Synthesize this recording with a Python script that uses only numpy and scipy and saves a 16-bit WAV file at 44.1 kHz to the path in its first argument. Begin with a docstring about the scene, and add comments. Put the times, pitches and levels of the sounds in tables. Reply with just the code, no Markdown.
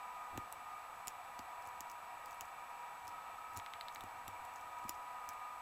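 """Picking a brass padlock

A pick and a tension tool work a padlock held in the hand, close up. Pins snap with tiny bright clicks,
the pick scrapes over burrs, and the tool stutters once through a run of dull slips. The lock body
knocks softly in the palm over a faint rumble of skin. Behind it cooling fans rush and hum,
and a small camera's electronics hiss and whine."""
import sys
import numpy as np
from scipy import signal
from scipy.fft import rfft, irfft
from scipy.io import wavfile
from scipy.ndimage import map_coordinates

SR = 44100
rng = np.random.default_rng(int(sys.argv[2]) if len(sys.argv) > 2 else 0)


def int16_out(signal):
    """Quantize to a 16-bit WAV file."""
    q = np.round(np.clip(np.atleast_2d(signal).T, -1, 1) * 32767)
    wavfile.write(sys.argv[1], SR, q.astype(np.int16))


N = 247401

# Microphone hiss. Each row: frequency in Hz, level in dB per Hz.
HISS_SPECTRUM = [(20, -107), (3200, -106.5), (3900, -104.2), (4750, -109.3), (6050, -111), (6600, -108.7),
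                 (8600, -111.6), (10400, -111.3), (10800, -107.7), (11350, -108.2), (11650, -112),
                 (13500, -114.5), (15350, -114), (15800, -134)]
# Thin steady tones of the electronics. Each row: pitch in Hz, rms level in dB.
THIN_TONES = [(1067, -65.5), (1477, -78), (3200, -86), (3512, -86), (9599, -87), (12450, -89)]
# Camera whine. Each row: pitch in Hz, rms level in dB.
WHINE_TONES = [(7868, -72.7), (14182, -77.2)]
# Rush of fan air. Each row: frequency in Hz, level in dB per Hz.
AIR_SPECTRUM = [(20, -103), (420, -103), (510, -90.5), (585, -95), (725, -79.5), (870, -81), (915, -83.5),
                (1030, -91), (1290, -80.5), (1390, -91.5), (1930, -91.5), (2050, -102), (2330, -86),
                (2520, -98), (2650, -93), (3150, -108), (4200, -130)]
# Case resonances that colour the air. Each row: centre in Hz, width in Hz, peak in dB per Hz.
CASE_MODES = [(961, 46, -80), (1197, 27, -84.5), (1254, 42, -81), (3494, 74, -102)]
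# The main fan sags and picks up again. Each row: time in seconds, blade pitch in Hz, level in dB.
BLADE_CURVE = [(0, 987, -54.5), (.3, 984, -55), (.55, 984, -66), (1, 984, -60.5), (1.8, 967, -56),
               (2.2, 961, -57.5), (2.7, 964, -55.5), (3.9, 959, -59.5), (4.7, 974, -54.5),
               (5.6, 986, -54.5)]
# Swells of a higher fan hum. Each row: start and length in seconds, pitch in Hz, level in dB.
HUM_SWELLS = [(0, 0.53, 1236, -54.5), (.64, .18, 1230, -54), (3.15, .58, 1280, -55),
              (4.6, .58, 1250, -55.5), (5.197, 0.42, 1230, -53)]
# Skin rubbing on the lock. Each row: frequency in Hz, relative level in dB.
SKIN_SPECTRUM = [(15, 0), (60, -2), (100, 1), (150, -8.5), (230, -7.5), (400, -9), (700, -18), (2000, -58)]
# The lock shifts in the hand. Each row: start in seconds, energy in dB, low-pass of the blow in Hz.
BODY_KNOCKS = [(0.377, -15.5, 1550), (1.0736, -33.5, 400), (1.3921, -24, 2343), (1.671, -36, 502),
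               (1.807, -36, 400), (2.414, -36, 250), (3.042, -40, 160), (3.08, -38, 200),
               (3.566, -28.5, 161), (3.577, -28, 299), (4.038, -27, 600), (4.2796, -28, 180),
               (4.848, -27.5, 160), (4.8923, -26.5, 598), (5.29, -39, 200)]
# Resonances of the hand-damped body. Each row: centre in Hz, width in Hz, relative gain in dB.
BODY_RESONANCES = [(90, 29, 2), (225, 72, -0.5), (340, 110, -0.5), (795, 170, 3.5), (970, 150, 1.5),
                   (2750, 1200, -5)]
# Stick-slip of the tool in the keyway. Each row: start in seconds, energy in dB.
TOOL_SLIPS = [(3.5984, -29), (3.6623, -24.5), (3.7364, -23), (3.8106, -21), (3.8839, -24), (3.9591, -25)]
# Resonances of the slipping tool. Each row: centre in Hz, width in Hz, relative gain in dB.
TOOL_RESONANCES = [(1260, 430, -1.5), (2140, 250, 3.5), (2830, 1080, -3), (4000, 800, -1.5),
                   (5000, 740, -9.5), (9050, 5000, -20.5), (14300, 2500, -23)]
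# The pick drags over pins and wards. Each row: start and length in seconds, relative level in dB.
PICK_DRAGS = [(1.081, .04, -75), (1.652, 0.027, -72), (1.895, 0.027, -72), (2.283, 0.053, -78),
              (2.412, 0.019, -68), (3.07, .027, -72), (3.566, 0.026, -59.5), (3.935, .036, -77),
              (4.556, 0.041, -71), (4.838, 0.023, -74), (4.895, .09, -77), (5.296, .02, -72)]
# Resonances of the dragged pick. Each row: centre in Hz, width in Hz, relative gain in dB.
PICK_RESONANCES = [(4000, 1800, -6.5), (5400, 1100, 2.5), (6840, 520, 6), (11000, 4000, -7)]
# The pick snaps a pin. Each row: start in seconds, energy in dB, ring in Hz, treble tilt in dB.
PIN_CLICKS = [(0.3758, -23, 3350, -2), (.5253, -23.5, 11100, 5), (1.0724, -22, 8300, -10),
              (1.0811, -17, 6680, -1.5), (1.3917, -28.5, 4650, -10), (1.6737, -35, 7200, -3),
              (1.8064, -22, 6670, -2), (1.899, -31.5, 6040, -1), (1.9153, -36, 6840, 2),
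              (2.2592, -33, 4730, 2.5), (2.3094, -36.5, 6450, -1), (2.4093, -21, 6650, -0.5),
              (2.4183, -37, 6700, -9), (3.0788, -29.5, 5100, -2), (3.5627, -35, 5660, -1),
              (3.573, -23.5, 7600, -2), (3.5818, -34, 7700, -11), (3.9485, -29, 6500, 3),
              (4.008, -28.5, 3380, -11), (4.0377, -35.5, 7000, -7), (4.2797, -24.5, 7460, -14),
              (4.4512, -36.5, 7000, -2), (4.563, -42, 6600, -4), (4.8919, -27, 6850, 1),
              (4.894, -15.5, 6900, -2.5), (5.2903, -23.5, 6100, 2)]
# Resonances of the struck pins. Each row: centre in Hz, width in Hz, relative gain in dB.
PIN_RESONANCES = [(2540, 1050, -3), (4110, 1100, -3.5), (6000, 1800, -6.5), (7420, 1400, 2),
                  (9650, 1800, 0), (12150, 2600, 0), (14200, 2300, 1)]


def from_db(db):
    return 10 ** (np.asarray(db) / 20)


def unit_rms(x):
    return x / np.sqrt(np.mean(x ** 2) + 1e-20)


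def unit_energy(x):
    return x / np.sqrt(np.sum(x ** 2) + 1e-20)


def automation(rows):
    """A lane for each column after the time, ramping from row to row."""
    times, *columns = np.transpose(rows)
    return [np.interp(np.arange(N) / SR, times, column) for column in columns]


def drift(rate_hz):
    """A smooth random wobble of rms 1 that changes about rate_hz times a second."""
    steps = rng.standard_normal(4096)
    return unit_rms(map_coordinates(steps, [np.arange(N) / SR * rate_hz], order=3, mode="wrap"))


def noise(spectrum):
    """A steady noise bed with the given level per Hz."""
    hz, db = np.transpose(spectrum)
    bins_hz = np.maximum(np.fft.rfftfreq(N, 1 / SR), 1)
    gain = from_db(np.interp(np.log(bins_hz), np.log(hz), db))
    return irfft(rfft(rng.standard_normal(N)) * gain, N) * np.sqrt(SR / 2)


def tone(hz, db):
    """A sine with the given pitch and rms level."""
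    cycles = np.cumsum(hz * np.ones(N)) / SR + rng.random()
    return np.sqrt(2) * from_db(db) * np.sin(2 * np.pi * cycles)


def resonate(x, hz, width_hz):
    """One resonance with unity gain at its peak."""
    radius = np.exp(-np.pi * width_hz / SR)
    feedforward = np.array([1, 0, -1]) * (1 - radius * radius) / 2
    feedback = [1, -2 * radius * np.cos(2 * np.pi * hz / SR), radius * radius]
    return signal.lfilter(feedforward, feedback, x + 1e-18)


def lowpass(x, hz, order=2):
    return signal.sosfilt(signal.butter(order, hz, fs=SR, output="sos"), x)


def contact(grit_db, t60_s):
    """A sharp spike, then the dying chatter of two surfaces."""
    t = np.arange(SR // 8) / SR
    chatter = rng.standard_normal(len(t)) * from_db(-60 * t / t60_s)
    force = from_db(grit_db) * unit_energy(chatter)
    force[0] += 1
    return force


def strike(force, modes):
    """A force rings the modes in alternating polarity, each at a slightly random strength."""
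    scatter_db = 1.2 * rng.standard_normal(len(modes))
    return sum((-1) ** k * from_db(db + scatter_db[k]) * resonate(force, hz, width_hz)
               for k, (hz, width_hz, db) in enumerate(modes))


def place(track, start_s, sound):
    """Mix a sound into the track at start_s."""
    first = int(np.clip(round(start_s * SR), 0, N - 1))
    track[first:first + len(sound)] += sound[:N - first]


def room_tail(x):
    """The faint short tail of a small furnished room."""
    t60_s, predelay_s = 0.075, 0.003
    t = np.arange(SR // 2) / SR
    tail = rng.standard_normal(len(t)) * from_db(-60 * t / t60_s) * (t > predelay_s)
    return signal.fftconvolve(x, from_db(-15) * unit_energy(tail))[:N]


def electronics():
    """Hiss, thin tones and a camera whine that buzzes as its polarity flips with every frame."""
    frame_rate_hz = 30
    polarity = np.tanh(8 * np.sin(np.pi * frame_rate_hz * np.arange(N) / SR))
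    whine = polarity * sum(tone(hz, db) for hz, db in WHINE_TONES)
    return noise(HISS_SPECTRUM) + sum(tone(hz, db) for hz, db in THIN_TONES) + whine


def fan_hum():
    """A higher fan hum fades in, holds and fades out now and then over a steady motor tone."""
    motor_hz, motor_db, fade_s = 1231, -63.5, 0.15
    t = np.arange(N) / SR
    waver_hz, waver_db = 1.41 * drift(12), 0.5 * drift(8.6)
    hum = tone(motor_hz, motor_db + waver_db)
    for start, length, hz, db in HUM_SWELLS:
        swell = np.clip(0.5 + np.minimum(t - start, start + length - t) / fade_s, 0, 1)
        hum += swell * tone(hz + waver_hz, db + waver_db)
    return hum


def fans():
    """Rushing air coloured by the case, with a wavering blade tone, its octave and the hum."""
    air = noise(AIR_SPECTRUM)
    for hz, width_hz, db in CASE_MODES:
        air += resonate(noise([(20, db), (20000, db)]), hz, width_hz)
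    blade_hz, blade_db = automation(BLADE_CURVE)
    blade_hz += 1.53 * drift(8)
    blades = tone(blade_hz, blade_db + 1.3 * drift(14))
    octave = tone(2 * blade_hz, db=-73 + 2 * drift(5.93))
    return air * from_db(0.28 * drift(7)) + blades + octave + fan_hum()


def grip_rumble():
    """Skin rumbles on the lock, swelling as the hand tightens before a knock and easing after it."""
    rest_db, wander_db, flutter_db = -77.5, 2, 2.5
    swell_re_knock_db, rise_s, fall_s = -37.5, 0.029, 0.031
    t = np.arange(N) / SR
    power = from_db(rest_db + wander_db * drift(3.1)) ** 2
    for start, db, _ in BODY_KNOCKS:
        swell = np.exp(-np.maximum((start - t) / rise_s, (t - start) / fall_s))
        power += (from_db(db + swell_re_knock_db) * swell) ** 2
    flutter = from_db(flutter_db * drift(25))
    return np.sqrt(power) * flutter * unit_rms(noise(SKIN_SPECTRUM))


def palm_knocks():
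    """The lock body thuds in the palm; the hardest blows crack, and the flesh settles after each."""
    track = np.zeros(N)
    for start, db, hardness_hz in BODY_KNOCKS:
        blow = lowpass(contact(grit_db=-7, t60_s=0.0084), hardness_hz)
        settling = from_db(-19.5) * lowpass(contact(grit_db=12, t60_s=0.06), hz=280)
        knock = strike(blow + settling, BODY_RESONANCES)
        place(track, start, from_db(db) * unit_energy(knock))
    return track


def tool_slips():
    """The tension tool sticks and lets go in a dull stutter, about thirteen times a second."""
    track = np.zeros(N)
    for start, db in TOOL_SLIPS:
        slip = strike(contact(grit_db=-7, t60_s=0.012), TOOL_RESONANCES)
        place(track, start, from_db(db) * unit_energy(slip))
    return track


def pick_scrapes():
    """The dragged pick catches on tiny burrs: dense, uneven ticks that die away."""
    burrs_per_s, makeup_db = 800, 9
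    force = np.zeros(N)
    for start, length, db in PICK_DRAGS:
        samples = int(length * SR)
        strength = rng.standard_normal(samples) * from_db(4 * rng.exponential(1, samples))
        catches = rng.random(samples) < burrs_per_s / SR
        fade = np.linspace(1, 0.3, samples)
        place(force, start, from_db(db) * unit_rms(strength * catches * fade))
    return from_db(makeup_db) * strike(force, PICK_RESONANCES)


def pin_click(ring_hz, tilt_db):
    """One snap: the pins sound, the touched part rings briefly and the steel shaft sings on."""
    force = contact(grit_db=-1.5, t60_s=0.009)
    ring = from_db(-2.5) * unit_energy(resonate(force, ring_hz, width_hz=520))
    shaft = from_db(-21) * unit_energy(resonate(force, hz=5670, width_hz=34))
    click = unit_energy(strike(force, PIN_RESONANCES)) + ring + shaft
    lows = lowpass(click, hz=8000, order=1)
    treble = click - lows
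    return unit_energy(lows + from_db(tilt_db) * treble)


def pins():
    """The pick snaps the pins in distinct clicks and brushes them faintly around each drag."""
    touches_per_drag, touch_db, touch_hz = 2, -41, 6300
    spread_s, spread_db, spread_octaves = 0.04, 0.5, 0.2
    track = np.zeros(N)
    for start, db, ring_hz, tilt_db in PIN_CLICKS:
        place(track, start, from_db(db) * pin_click(ring_hz, tilt_db))
    for start, length, _ in PICK_DRAGS:
        for timing, softness, pitch in rng.standard_normal((touches_per_drag, 3)):
            touch = pin_click(touch_hz * 2 ** (spread_octaves * pitch), tilt_db=-1)
            gain = from_db(touch_db - spread_db * softness)
            place(track, start + length / 2 + spread_s * timing, gain * touch)
    return track


def scene():
    """A mono mix: lock and hand up front with a touch of room, fans and electronics behind."""
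    lock = pins() + pick_scrapes() + tool_slips() + palm_knocks() + grip_rumble()
    return (lock + room_tail(lock) + fans() + electronics())[None]


def record(dry):
    """A steep low-pass shaves off the very top."""
    cutoff_hz = 16100
    return signal.sosfilt(signal.ellip(10, 0.2, 70, cutoff_hz, fs=SR, output="sos"), dry)


dry = scene()
out = record(dry)
int16_out(out)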